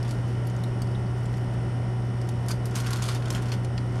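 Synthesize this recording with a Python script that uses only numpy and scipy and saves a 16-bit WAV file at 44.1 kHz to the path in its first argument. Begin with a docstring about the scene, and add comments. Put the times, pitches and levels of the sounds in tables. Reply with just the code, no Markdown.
"""A roll of aluminium foil, close to the microphone: fingers pick at its edge, then peel a length free.
Creases snap one at a time, each a crack with a short ring, then give way in crunching runs over the
rustle of the flexing sheet. Behind the foil, in the same small room, mains-powered equipment runs on:
a transformer hums and a motor buzzes over the steady rush of ventilation."""
import sys
import numpy as np
from scipy import signal
from scipy.fft import rfft, irfft, next_fast_len
from scipy.io import wavfile
from scipy.ndimage import map_coordinates

SR = 44100
rng = np.random.default_rng(int(sys.argv[2]) if len(sys.argv) > 2 else 0)


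def wav_out(sig):
    """Save sig, one row per channel (or a flat mono array), as 16-bit PCM at SR to the path in sys.argv[1]."""
    wavfile.write(sys.argv[1], SR, np.round(np.clip(np.atleast_2d(sig).T, -1, 1) * 32767).astype(np.int16))


N = 176400

# Moving air and hiss in the room. Each row: frequency in Hz, relative spectral level in dB.
AIR_SPECTRUM = [(20, -27), (35, -2.5), (60, -3), (100, 0), (145, -3), (180, 0.5), (220, -4.5), (350, -5.5),
                (470, -11), (740, -13), (1100, -19), (1700, -25), (2400, -29.5), (3100, -30), (3800, -35),
                (4400, -37), (5500, -35), (6500, -41.5), (7500, -44.5), (8600, -38), (10200, -41),
                (10900, -50), (11900, -60), (12800, -57), (16000, -65)]
# The equipment's weaker tones. Each row: frequency in Hz, rms level in dB.
EQUIPMENT_TONES = [(59.2, -46.5), (88.4, -47), (188.2, -45.5), (239.5, -50.5), (375.5, -50), (572.8, -57),
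                   (752.5, -54), (951.5, -57.5)]
# Resonances of the motor housing. Each row: centre in Hz, width in Hz, rms dB of a harmonic at the peak.
HOUSING_RESONANCES = [(1387, 164, -59), (1840, 23, -63), (1976, 310, -64.5), (2966, 27, -62.5),
                      (5160, 49, -70.5), (5550, 82, -66), (8530, 69, -70.5), (9240, 54, -85),
                      (11850, 260, -88)]
# The loose sheet flexing. Each row: time in seconds, level in dB.
FLEX_LEVELS = [(0, -50.5), (.14, -53.5), (.62, -61), (.7, -85), (2.15, -82), (2.47, -57), (2.511, -36.5),
               (2.56, -64), (2.74, -47), (2.77, -37), (2.83, -44.5), (2.9, -37.5), (3.0, -44.5),
               (3.13, -42), (3.2, -54.5), (3.36, -38), (3.41, -49), (3.53, -49), (3.58, -63), (3.9, -68),
               (3.96, -47.5)]
# Fingertips worrying the edge between the snaps. Each row: time in seconds, level in dB.
PICKING_LEVELS = [(0, -76), (.5, -69), (.93, -73), (1.1, -73), (1.33, -67), (1.6, -80), (2.3, -67),
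                  (2.4, -72)]
# Single creases snapping. Each row: start in seconds, level in dB, ring pitch in Hz,
# ring level over the crack in dB, treble tilt in dB per octave.
CREASE_SNAPS = [(.0285, -39, 5200, 1, 0), (0.1096, -36, 4700, -9, -2), (0.471, -41, 11200, -4, 4),
                (0.499, -45.5, 6540, -7, 1), (.564, -47, 6500, 1, 4), (.6374, -38, 3900, 0, 3.5),
                (0.8192, -35, 4700, -2.5, 5), (.872, -50, 4720, 6, 3), (.914, -50, 4850, 7, 3),
                (.9485, -41.5, 3570, 12, -1), (1.067, -52, 4740, 10, 2), (1.181, -53, 7500, -3, 1),
                (1.235, -56, 12500, -8, 4), (1.256, -44.5, 7500, -2, -1), (1.3405, -39, 1930, 1, -5.5),
                (1.3713, -47, 4730, -10, -1), (1.381, -52, 4730, -6, 3), (1.538, -49, 4200, -2, 5),
                (2.2148, -42, 5200, -4, -0.5), (2.2898, -37, 4450, -13, 2), (2.4628, -49, 4970, -10, 5),
                (2.4848, -31, 4840, -13, 2), (2.5128, -30.5, 6600, 0, 6), (2.5155, -30.5, 4500, 12, -4),
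                (2.711, -45, 5000, -10, 3), (2.7557, -33, 6370, 4, 3), (2.8022, -33.5, 6300, -5, 4),
                (2.8455, -36, 4500, -9, -7), (2.8634, -33.5, 3630, -5, -1), (2.907, -34, 10900, -7, 6),
                (2.933, -30.5, 6500, -14, 4), (3.0224, -32.5, 6900, 0, 5), (3.0882, -30, 5230, -16, -3),
                (3.1484, -35, 4540, -11, 2), (3.223, -37, 4270, -10, -5), (3.257, -35.5, 3370, -2, 0),
                (3.2825, -40, 3310, -10, -1), (3.3039, -26.5, 5200, -12, 0.5), (3.3492, -30, 3020, 2, 0),
                (3.5186, -33, 4700, -10, -2), (3.647, -37, 4870, -14, -3), (3.7783, -31.5, 4280, -6, -6.5)]
# Runs of creases giving way together. Each row: start in seconds, level in dB, rise in seconds,
# seconds to fall 60 dB, treble tilt in dB per octave.
CRUNCH_RUNS = [(.045, -43, 0.0057, 0.11, -6), (0.077, -44, 0.005, .25, -3.5), (.111, -51, .0032, .15, 4),
               (.273, -54, 0.0049, .4, -2.5), (2.487, -39.5, .004, 0.14, 2.5),
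               (2.505, -37, 0.0048, 0.06, 1), (2.654, -39.5, .003, 0.07, 4.5),
               (2.7506, -33.5, 0.0046, 0.24, 1), (2.803, -42, 0.0023, 0.075, 1),
               (2.865, -34, .005, 0.065, -1.5), (2.925, -32.5, 0.0082, .06, -1.5),
               (2.957, -38.5, 0.0041, 0.17, -1), (2.986, -42, .003, .15, -4.5),
               (3.019, -34.5, 0.0054, 0.33, -0.5), (3.077, -35.5, 0.0085, 0.27, -1.5),
               (3.152, -37.5, .0046, .1, -3.5), (3.304, -48, .003, 0.17, .5), (3.324, -43, .003, .1, 5),
               (3.348, -42, 0.0033, 0.12, 3), (3.418, -44, .005, 0.075, 0), (3.454, -44, .005, 0.068, -2.5),
               (3.482, -43, 0.0046, 0.13, -4), (3.518, -34.5, 0.0033, 0.13, -3.5)]
# The foil's tone as it flexes, cracks and crunches. Each row: frequency in Hz, relative level in dB.
SHEET_SPECTRUM = [(150, 13), (600, -8), (1050, 15.5), (1200, 7), (1440, 15), (1750, 5.5), (3100, 1.5),
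                  (6500, -4.5), (11000, -13.5), (13000, -29), (16000, -35)]
CRACK_SPECTRUM = [(200, -14), (700, 2), (1300, -5), (2300, 1.5), (4500, 3), (7500, 0), (11500, -8),
                  (13000, -15), (16000, -30)]
CRUNCH_SPECTRUM = [(200, -6), (700, -6.5), (1100, 0), (1400, 0), (1750, -6.5), (4600, 0), (7500, -5),
                   (11500, -8.5), (13000, -15.5), (16000, -38)]
# Resonances of the pinched corner, until it comes free. Each row: centre in Hz, width in Hz, lift in dB.
CORNER_RESONANCES = [(4600, 470, 2.5), (6600, 170, 1), (10800, 2900, 3.5)]
# The recorder's narrow notch filters. Each row: centre in Hz, width in Hz.
RECORDER_NOTCHES = [(3945, 140), (7850, 89)]

SHIMMER_T60_S, TOP_HZ = .03, 15800


def amp(db):
    """Decibels to gain."""
    return 10 ** (np.asarray(db) / 20)


def unit(x):
    """Scale to rms 1."""
    return x / np.sqrt(np.mean(x ** 2) + 1e-20)


def along(points, hz):
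    """(Hz, value) points read on a log axis."""
    f, v = np.transpose(points)
    return np.interp(np.log(hz + 1), np.log(f + 1), v)


def peak(hz, centre, width):
    """A resonance's bell curve, 1 at its centre."""
    return 1 / (1 + (2 * (hz - centre) / width) ** 2)


def wobble(rate):
    """A smooth random curve, rate knots a second."""
    return map_coordinates(rng.standard_normal(int(N * rate / SR) + 4), [np.arange(N) * rate / SR])


def filtered(x, response):
    """x through a filter given as a function of frequency."""
    size = next_fast_len(len(x) + SR // 10)
    return irfft(rfft(x, size) * response(np.fft.rfftfreq(size, 1 / SR)), size)[:len(x)]


def coloured(x, spectrum, tilt_db=0, lift_db=0, size=1024):
    """x through a unit-energy filter: the spectrum, tilted by tilt_db per octave and lifted per bin."""
    hz = np.fft.rfftfreq(size, 1 / SR)
    octaves = np.log2(np.maximum(hz, spectrum[2][0]))  # the tilt starts at the spectrum's third point
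    cepstrum = irfft(np.log(amp(along(spectrum, hz) + lift_db + tilt_db * octaves)))
    cepstrum[1:size // 2] *= 2  # minimum phase keeps attacks sharp
    cepstrum[size // 2 + 1:] = 0
    kernel = irfft(np.exp(rfft(cepstrum)))
    return signal.fftconvolve(x, kernel / np.linalg.norm(kernel))[:len(x)]


def fade(t, t60):
    """Exponential decay that loses 60 dB in t60."""
    return np.exp(-np.log(1000) * t / max(t60, 1e-4))


def add(track, start, sound):
    """Mix a sound into the track at start seconds."""
    part = track[max(round(start * SR), 0):][:len(sound)]
    part += sound[:len(part)]


def ventilation(level_db=-35.5, sway_db=.5):
    """Moving air fills the room with an even rush, swaying slightly in level."""
    rush = unit(filtered(rng.standard_normal(N), lambda hz: amp(along(AIR_SPECTRUM, hz))))
    return amp(level_db + sway_db * wobble(4.07)) * rush


def transformer_hum(hum_hz=119.9, hum_db=-27.5, waver_rad=.52):
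    """A transformer hums steadily in the background, among weaker tones that waver in phase."""
    turn = 2 * np.pi * np.arange(N) / SR
    tones = sum(amp(db) * np.sin(hz * turn + rng.uniform(0, 2 * np.pi) + waver_rad * wobble(6.07))
                for hz, db in EQUIPMENT_TONES)
    return np.sqrt(2) * (amp(hum_db) * np.sin(hum_hz * turn) + tones)


def motor_buzz(turning_hz=59.32, waver_hz=.0284, size=4096):
    """A motor buzzes on harmonics of its turning rate, shaped by the resonances of its housing."""
    hz = turning_hz * np.arange(size // 2 + 1)
    gain = sum(amp(db) * peak(hz, centre, width) for centre, width, db in HOUSING_RESONANCES)
    harmonics = gain * (hz < TOP_HZ) * np.exp(2j * np.pi * rng.random(len(hz)))
    cycle = irfft(harmonics) * size / np.sqrt(2)
    turns = np.cumsum(turning_hz + waver_hz * wobble(3.15)) / SR
    return np.interp(turns % 1 * size, np.arange(size), cycle)


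def buckling(samples, per_s=550, spread_db=3.5, shimmer_db=-5):
    """Tiny buckles at random moments and of random size over the sheet's shimmer; rms 1."""
    sizes = amp(spread_db * np.clip(rng.standard_normal(samples), -2, 2))
    signs = rng.choice([-1, 1], samples)
    buckles = sizes * signs * (rng.random(samples) < per_s / SR)
    return unit(unit(buckles) + amp(shimmer_db) * rng.standard_normal(samples))


def sheet_rustle():
    """The loose sheet crackles softly for as long as it bends."""
    bending = amp(np.interp(np.arange(N) / SR, *np.transpose(FLEX_LEVELS)))
    return coloured(bending * buckling(N), SHEET_SPECTRUM)


def finger_picking(per_s=70):
    """Fingertips at the edge of the roll set off faint, bright ticks."""
    touches = rng.standard_normal(N) * (rng.random(N) < per_s / SR)
    t = np.arange(SR // 20) / SR
    shimmer = rng.standard_normal(len(t)) * fade(t, SHIMMER_T60_S)
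    ticks = signal.fftconvolve(touches, shimmer)[:N]
    pressure = amp(np.interp(np.arange(N) / SR, *np.transpose(PICKING_LEVELS)))
    return pressure * unit(coloured(ticks, CRACK_SPECTRUM, tilt_db=4.5))


def foil_resonances(start, depth_db=3.2, step_hz=330, corner_free_s=2.7, size=1024):
    """Lift in dB per bin: the foil's uneven shape, new each time, plus the corner while it is pinched."""
    hz = np.fft.rfftfreq(size, 1 / SR)
    bumps = map_coordinates(rng.standard_normal(len(hz)), [hz / step_hz])
    treble = np.minimum(hz / (10 * step_hz), 1)
    corner = sum(db * peak(hz, centre, width) for centre, width, db in CORNER_RESONANCES)
    return depth_db * bumps * treble + corner * (start < corner_free_s)


def crease_snaps(crack_db=-9, modes=7, ring_spread=.075, ring_t60_s=.045):
    """Each crease snaps with a sharp crack, a short shimmer of the sheet and a ring of close modes."""
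    out, t = np.zeros(N), np.arange(SR // 10) / SR
    for start, db, ring_hz, ring_db, tilt_db in CREASE_SNAPS:
        shimmer = rng.standard_normal(len(t)) * fade(t, SHIMMER_T60_S)
        burst = unit(shimmer) + amp(crack_db) * unit(1.0 * (t == 0))
        body = coloured(burst, CRACK_SPECTRUM, tilt_db, foil_resonances(start))
        offsets = np.linspace(-1, 1, modes) + rng.normal(0, 1 / modes, modes)
        mode_hz = ring_hz * (1 + ring_spread * offsets)
        phases = 2 * np.pi * (np.outer(t, mode_hz) + rng.random(modes))
        ring = np.sin(phases).sum(axis=1) * fade(t, ring_t60_s)
        snap = unit(unit(body) + amp(ring_db) * unit(ring))
        add(out, start, amp(db) * snap * shimmer.std())
    return out


def crunches(folds=2):
    """A run of buckles, on two folds at once, swells quickly and dies away as the foil gives."""
    out, t = np.zeros(N), np.arange(SR // 4) / SR
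    for start, db, rise, t60, tilt_db in CRUNCH_RUNS:
        envelope = np.minimum(t / rise, 1) * fade(np.maximum(t - rise, 0), t60)
        run = sum(coloured(envelope * buckling(len(t)), CRUNCH_SPECTRUM, tilt_db, foil_resonances(start))
                  for _ in range(folds))
        add(out, start, amp(db) * run * np.linalg.norm(envelope) / np.linalg.norm(run))
    return out


def small_room(direct, level_db=-13, t60_s=.16, delay_s=.004):
    """The near walls return a short, faint tail to the microphone."""
    t = np.arange(SR // 3) / SR
    tail = rng.standard_normal(len(t)) * fade(t, t60_s) * (t > delay_s)
    return amp(level_db) * signal.fftconvolve(direct, tail / np.linalg.norm(tail))[:N]


def scene():
    """One microphone in a small room: the foil close up, the equipment behind it."""
    background = ventilation() + transformer_hum() + motor_buzz()
    foil = crease_snaps() + crunches() + sheet_rustle() + finger_picking()
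    return (background + foil + small_room(foil))[None]


def record(dry):
    """The recorder notches out two narrow bands and keeps nothing above its band limit."""
    def response(hz):
        notches = [(centre ** 2 - hz ** 2) / (centre ** 2 - hz ** 2 + 1j * hz * width)
                   for centre, width in RECORDER_NOTCHES]
        return np.prod(notches, axis=0) * (hz < TOP_HZ)
    return filtered(dry[0], response)[None]


dry = scene()
out = record(dry)
wav_out(out)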